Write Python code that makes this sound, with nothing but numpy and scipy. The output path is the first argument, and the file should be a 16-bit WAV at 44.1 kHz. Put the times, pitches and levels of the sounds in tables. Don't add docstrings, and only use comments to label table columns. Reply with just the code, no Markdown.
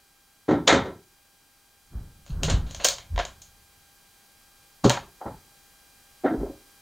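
import sys
import numpy as np
from scipy import signal
from scipy.fft import rfft, irfft, next_fast_len
from scipy.io import wavfile
from scipy.ndimage import uniform_filter1d

SR = 44100
rng = np.random.default_rng(int(sys.argv[2]) if len(sys.argv) > 2 else 0)


def unload_wav(signal):
    wavfile.write(
        sys.argv[1],
        SR,
        np.round(np.clip(np.atleast_2d(signal).T, -1, 1) * 32767).astype(np.int16),
    )


N = 300321
TIME = np.arange(N) / SR


def amp(db):
    return 10 ** (np.asarray(db) / 20)


def unit_rms(x):
    return x / np.sqrt(np.mean(x ** 2) + 1e-20)


def at_hz(points, hz):
    point_hz, values = np.transpose(points)
    return np.interp(np.log(hz + 1), np.log(point_hz + 1), values)


def coloured(x, colour):
    size = next_fast_len(len(x), True)
    gain = amp(at_hz(colour, np.fft.rfftfreq(size, 1 / SR)))
    return irfft(rfft(x, size) * gain, size)[:len(x)]


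def whitened(burst, smooth_bins):
    spectrum = rfft(burst, 2 * len(burst))
    power = abs(uniform_filter1d(abs(spectrum) ** 2, smooth_bins, mode="mirror"))
    flat = irfft(spectrum / np.sqrt(power + 1e-12))[:len(burst)]
    return flat / np.linalg.norm(flat)


def room_response(build_s=0.0027, fade_s=0.3, size=18432):
    # (frequency [Hz], T60 [s])
    decay_times = [(60, 0.65), (150, 0.38), (400, 0.16), (900, 0.33), (2000, 0.28), (4000, 0.26),
                   (7000, 0.2), (14000, 0.17)]
    hz, t, bands = signal.stft(rng.standard_normal(size), SR, nperseg=256)
    rise_s = build_s * np.sqrt(1000 / (hz[:, None] + 100))
    build = 1 - np.exp(-t / rise_s)
    decay = amp(-60 * t / at_hz(decay_times, hz)[:, None])
    tail = signal.istft(bands * build * decay, SR, nperseg=256)[1][:size]
    fade = np.exp(-(np.arange(size) / SR / fade_s) ** 6)
    return fade * whitened(tail, smooth_bins=71)


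def body_ring(octave_levels, modes, low_hz, high_hz, size=8192):
    hz = np.fft.rfftfreq(size, 1 / SR) + 1
    modes_db = sum(db / (1 + (2 * (hz - mode_hz) / width_hz) ** 2) for mode_hz, width_hz, db in modes)
    band = 1 / np.sqrt((1 + (low_hz / hz) ** 4) * (1 + (hz / high_hz) ** 20))
    gain = amp(at_hz(octave_levels, hz) + modes_db) * np.sqrt(SR / hz) * band
    log_gain = np.log(gain + 1e-5)
    mirrored = np.concatenate([log_gain, log_gain[-2:0:-1]])
    spectrum = np.exp(np.conj(signal.hilbert(mirrored)))
    return np.fft.ifft(spectrum).real[:size // 2]


def add(mix, start_s, sound):
    part = mix[max(round(start_s * SR), 0):][:len(sound)]
    part += sound[:len(part)]


def strike(mix, time_s, ring, contact_s, direct_db, smooth_bins, size=4096, lead_samples=400):
    t = (np.arange(size) - lead_samples) / SR
    force = np.exp(np.minimum(3 * t, -t) / contact_s)
    paths = np.concatenate([np.zeros(lead_samples), room_response()])
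    chatter = whitened(rng.standard_normal(size) * force, smooth_bins)
    paths[:size] += amp(direct_db) * chatter
    add(mix, time_s - lead_samples / SR, signal.fftconvolve(paths, ring))


def stroke_gain(strokes, attack_db_per_s, swell_db_per_s, release_db_per_s):
    gain = np.zeros(N)
    for start_s, length_s, end_db in strokes:
        t = TIME - start_s
        attack_db = attack_db_per_s * np.minimum(t, 0)
        swell_db = swell_db_per_s * (np.clip(t, 0, length_s) - length_s)
        release_db = -release_db_per_s * np.maximum(t - length_s, 0)
        gain += amp(end_db + attack_db + swell_db + release_db)
    return gain


def hiss_and_whine(buzz_hz=800, whistle_hz=4500, whine_gain_db=59):
    # (frequency [Hz], relative density [dB])
    hiss_colour = [(12, -33.5), (20, 7), (70, -1.5), (674, -10), (797, -7.5), (866, -10), (1280, -7.5),
                   (1600, -10), (1790, -11), (3130, -11.5), (4250, -12), (4630, -11.5), (5030, -12),
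                   (10700, -12), (15800, -13.5)]
    # (frequency [Hz], side re mid [dB])
    side_colour = [(60, -11), (240, -8.5), (950, -10.5), (3770, -5.5), (15000, -12.5)]
    # (frequency [Hz], relative harmonic level [dB])
    buzz_colour = [(800, -73), (1600, -71), (2400, -75.5), (4800, -74.5), (10400, -81.5), (12800, -85)]
    # (time [s], level [dB])
    levels = [(0, -61.5), (1.5, -61.5), (3.7, -59), (6.8, -57)]
    mid, side = (unit_rms(coloured(rng.standard_normal(N), hiss_colour)) for _ in range(2))
    side = coloured(side, side_colour)
    tones = [(hz, at_hz(buzz_colour, hz)) for hz in buzz_hz * np.arange(1, 17)]
    tones += [(whistle_hz, -77), (3 * whistle_hz, -82)]
    whine = sum(amp(db) * np.sqrt(2) * np.sin(2 * np.pi * (hz * TIME + rng.random())) for hz, db in tones)
    gain = amp(np.interp(TIME, *np.transpose(levels)))
    return gain * (mid + amp(whine_gain_db) * whine + np.array([side, -side]))


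def roll_rumble(jostle_db=-16):
    # (start [s], length [s], end level [dB])
    turns = [(1.93, 0.048, -36.5), (2.31, 0.24, -24.5), (3.13, 0.023, -39.5)]
    # (frequency [Hz], relative density [dB])
    colour = [(15, -5.5), (45, 2.5), (90, -1), (170, -10), (260, -19), (450, -28.5), (900, -32.5),
              (1600, -35), (3000, -71.5)]
    turning = stroke_gain(turns, attack_db_per_s=1200, swell_db_per_s=57, release_db_per_s=127)
    jostling = stroke_gain(turns, attack_db_per_s=240, swell_db_per_s=54, release_db_per_s=33)
    noise = unit_rms(coloured(rng.standard_normal(N), colour))
    return (turning + amp(jostle_db) * jostling) * noise


def table_thuds():
    # (time [s], envelope peak [dB], frequency [Hz], swell time [s])
    pushes = [(1.943, -27.5, 58, 0.012), (2.298, -29.5, 146, 0.0071), (2.317, -24.5, 46, 0.016),
              (2.43, -26.5, 155.9, 0.035), (2.514, -19, 89.5, 0.024), (2.526, -22, 50.5, 0.028),
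              (3.101, -27, 77, 0.027), (3.132, -20.5, 44.8, 0.021), (4.848, -10, 208, 0.0067),
              (4.853, -19, 125.5, 0.021), (6.374, -28.5, 49, 0.025)]
    out, t = np.zeros(N), np.arange(SR // 2) / SR
    for time_s, db, hz, swell_s in pushes:
        envelope = amp(db) * t / swell_s * np.exp(1 - t / swell_s)
        add(out, time_s, envelope * np.sin(2 * np.pi * hz * t))
    return out


def table_knocks(gain_db=25.5, ring_db=4, ring_width_ratio=0.14):
    # (time [s], relative level [dB], ring [Hz], fall below [dB/octave], fall above [dB/octave],
    #  contact [s], direct re room [dB])
    blows = [(0.49, -16.5, 320, 12, 8.5, 0.017, -1.5), (0.51, -13.5, 288, 10, 8, 0.0015, -8),
             (0.689, -17.5, 660, 6.5, 2.5, 0.017, -1.5), (0.704, -23.5, 2350, 6.5, 22, 0.0052, 2.5),
             (0.726, -16, 303, 6, 3, 0.0008, -8.5), (0.857, -32, 377, 9.5, 6.5, 0.023, -0.5),
             (2.427, -35.5, 378, 13, 17, 0.0071, 2.5), (2.484, -32, 497, 2, 3, 0.0058, -4),
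             (4.844, -25.5, 1160, 1.5, 42, 0.0044, 2), (4.852, -23, 385, 5, 9.5, 0.011, 7.5),
             (4.973, -46.5, 829, 17.5, 7.5, 0.0062, 16.5), (5.215, -36, 820, 12.5, 19, 0.012, 1),
             (5.262, -35.5, 868, 1, 16, 0.0136, 0.5), (6.245, -17, 294, 26, 10, 0.017, -7),
             (6.247, -22, 705, 10, 30.5, 0.014, -2), (6.263, -34.5, 1570, 5, 20, 0.025, 3),
             (6.308, -23, 320, 9, 13, 0.015, -12), (6.339, -26, 288, 30, 13, 0.007, 3),
             (6.408, -33.5, 400, 3, 13, 0.023, 0.5), (6.432, -30, 371, 15.5, 17.5, 0.0073, 5),
             (6.459, -37.5, 600, 12, 14.5, 0.015, -8), (6.497, -46, 306, 20, 26, 0.0061, 12.5)]
    # (frequency [Hz], width [Hz], gain [dB])
    table_modes = [(206, 43, -1), (273, 24, 4), (355, 11, 1), (416, 24, 4.5), (494, 29, 1), (552.7, 25, 9),
                   (583.4, 30, -5), (630, 20, 1.5), (720, 30, 0.5), (770, 23, 4), (970, 66, 2),
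                   (1174, 53, -5), (1340, 72, 9), (1535, 80, 5), (1869, 200, 5.5), (2120, 25, 9),
                   (2700, 710, -5.5), (3154, 130, 4.5), (3720, 330, 6.5), (4020, 430, 2.5), (4900, 720, -3),
                   (5417, 400, -4.5), (6716, 1300, 3)]
    out = np.zeros(N)
    octaves = np.arange(-6, 8)
    for time_s, db, ring_hz, fall_below, fall_above, contact_s, direct_db in blows:
        octave_db = db + octaves * np.where(octaves < 0, fall_below, -fall_above)
        octave_levels = list(zip(ring_hz * 2. ** octaves, octave_db))
        modes = table_modes + [(ring_hz, ring_width_ratio * ring_hz, ring_db)]
        ring = body_ring(octave_levels, modes, low_hz=53, high_hz=7440)
        strike(out, time_s, ring, contact_s, direct_db, smooth_bins=25)
    return amp(gain_db) * out


def tape_peel(slips_per_s=600, spread_db=4, room_db=-1, gain_db=-3.5):
    # (start [s], length [s], relative end level [dB])
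    tugs = [(2.275, 0.038, -52.5), (2.434, 0.015, -36), (2.498, 0.0075, -26.5), (2.685, .03, -51),
            (2.812, 0.032, -34)]
    # (frequency [Hz], relative gain [dB])
    strip_colour = [(100, -22.5), (450, -4), (1000, -3), (1500, -5), (2000, -15), (2900, 2), (3400, -6),
                    (4200, 4.5), (5200, -14), (6700, 1), (8000, -21.5), (8900, -11), (9900, -31),
                    (15000, -49)]
    slipping = rng.random(N) < slips_per_s / SR
    sizes = amp(spread_db * np.minimum(rng.exponential(1, N), 3))
    slips = slipping * sizes * rng.choice([-1, 1], N)
    pull = stroke_gain(tugs, attack_db_per_s=2000, swell_db_per_s=197, release_db_per_s=750)
    crackle = pull * unit_rms(coloured(slips, strip_colour))
    reflections = signal.fftconvolve(crackle, room_response())[:N]
    return amp(gain_db) * (crackle + amp(room_db) * reflections)


def dispenser_clacks(gain_db=27, ring_db=6, ring_width_ratio=0.16):
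    # (time [s], relative level [dB], sharpness [0-1], contact [s], direct re room [dB], ring [Hz])
    clacks = [(0.678, -23.5, 0.55, 0.0058, 5.5, 3500), (2.2642, -58.5, 0.54, 0.0011, -1, 6870),
              (2.4336, -29.1, 0.78, 0.0013, -1, 2800), (2.5002, -32.5, 0.61, 0.0055, 1.5, 7600),
              (2.6637, -53, 0.44, 0.0016, -18, 3850), (2.7102, -48.0, 0.71, 0.001, -1.5, 6740),
              (2.7475, -43.5, 0.72, 0.0022, 1, 6160), (2.8002, -45, 0.22, 0.0079, -3, 2713),
              (2.846, -23, 1.0, 0.0028, -0.5, 5350), (2.8509, -24.0, 0.73, 0.0061, 3, 508),
              (2.8864, -30.5, 0.99, 0.00096, 2, 4550), (2.984, -45.5, 0.65, 0.00099, 0, 2150),
              (3.1612, -50.5, 0.3, 0.0015, 1, 3140), (3.179, -48.5, 0.05, 0.0025, 8.5, 680),
              (3.19, -35, 0.34, 0.002, -2.5, 1700), (3.198, -52, 0.09, 0.0077, 15.5, 670),
              (3.2518, -44, 0.62, 0.0019, 3.5, 7200), (3.4191, -53.3, 1, 0.0021, -1, 6440),
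              (4.8427, -29.5, 0.69, 0.0043, -9, 4570), (4.8963, -27, 0.84, 0.001, 2, 2450),
              (4.9031, -33.5, 0.15, 0.0031, 2.5, 940)]
    # (frequency [Hz], dull clack [dB], sharp snap [dB])
    colours = [(300, -2.5, -30), (730, 9.5, -13), (1700, 9, -12.5), (4900, -3, -0.5), (14090, -52.5, -8)]
    # (frequency [Hz], width [Hz], gain [dB])
    casing_modes = [(366, 14, 6), (560, 63, 9.5), (631, 10, -4.5), (660.6, 68, 4), (714, 40, 4),
                    (820, 210, -6), (1010, 88, 2.5), (1240, 210, -5.5), (1510, 58, -7), (1590, 550, 2),
                    (1980, 440, -6), (2150, 6.7, 4.5), (2590, 290, -3), (3200, 150, 5), (3460, 28, 1.5),
                    (3850, 200, 3.5), (4260, 87, 5.5), (4960, 1000, -4), (5170, 160, 7.5),
                    (5143, 310, -4.5), (6760, 1300, 11.5), (8050, 250, -2), (8960, 940, 8.5),
                    (9480, 800, -11), (11600, 4000, -11), (14200, 1100, 6)]
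    out = np.zeros(N)
    for time_s, db, sharpness, contact_s, direct_db, ring_hz in clacks:
        octave_levels = [(hz, db + dull + sharpness * (sharp - dull)) for hz, dull, sharp in colours]
        modes = casing_modes + [(ring_hz, ring_width_ratio * ring_hz, ring_db)]
        ring = body_ring(octave_levels, modes, low_hz=236, high_hz=16270)
        strike(out, time_s, ring, contact_s, direct_db, smooth_bins=301)
    return amp(gain_db) * out


def scene():
    handling = table_knocks() + dispenser_clacks() + table_thuds() + roll_rumble() + tape_peel()
    return handling + hiss_and_whine()


def record(dry):
    cutoff_hz = 15850
    lowpass = signal.firwin(511, cutoff_hz, window=("kaiser", 9), fs=SR)
    return signal.oaconvolve(dry, lowpass[None], "same")


dry = scene()
out = record(dry)
unload_wav(out)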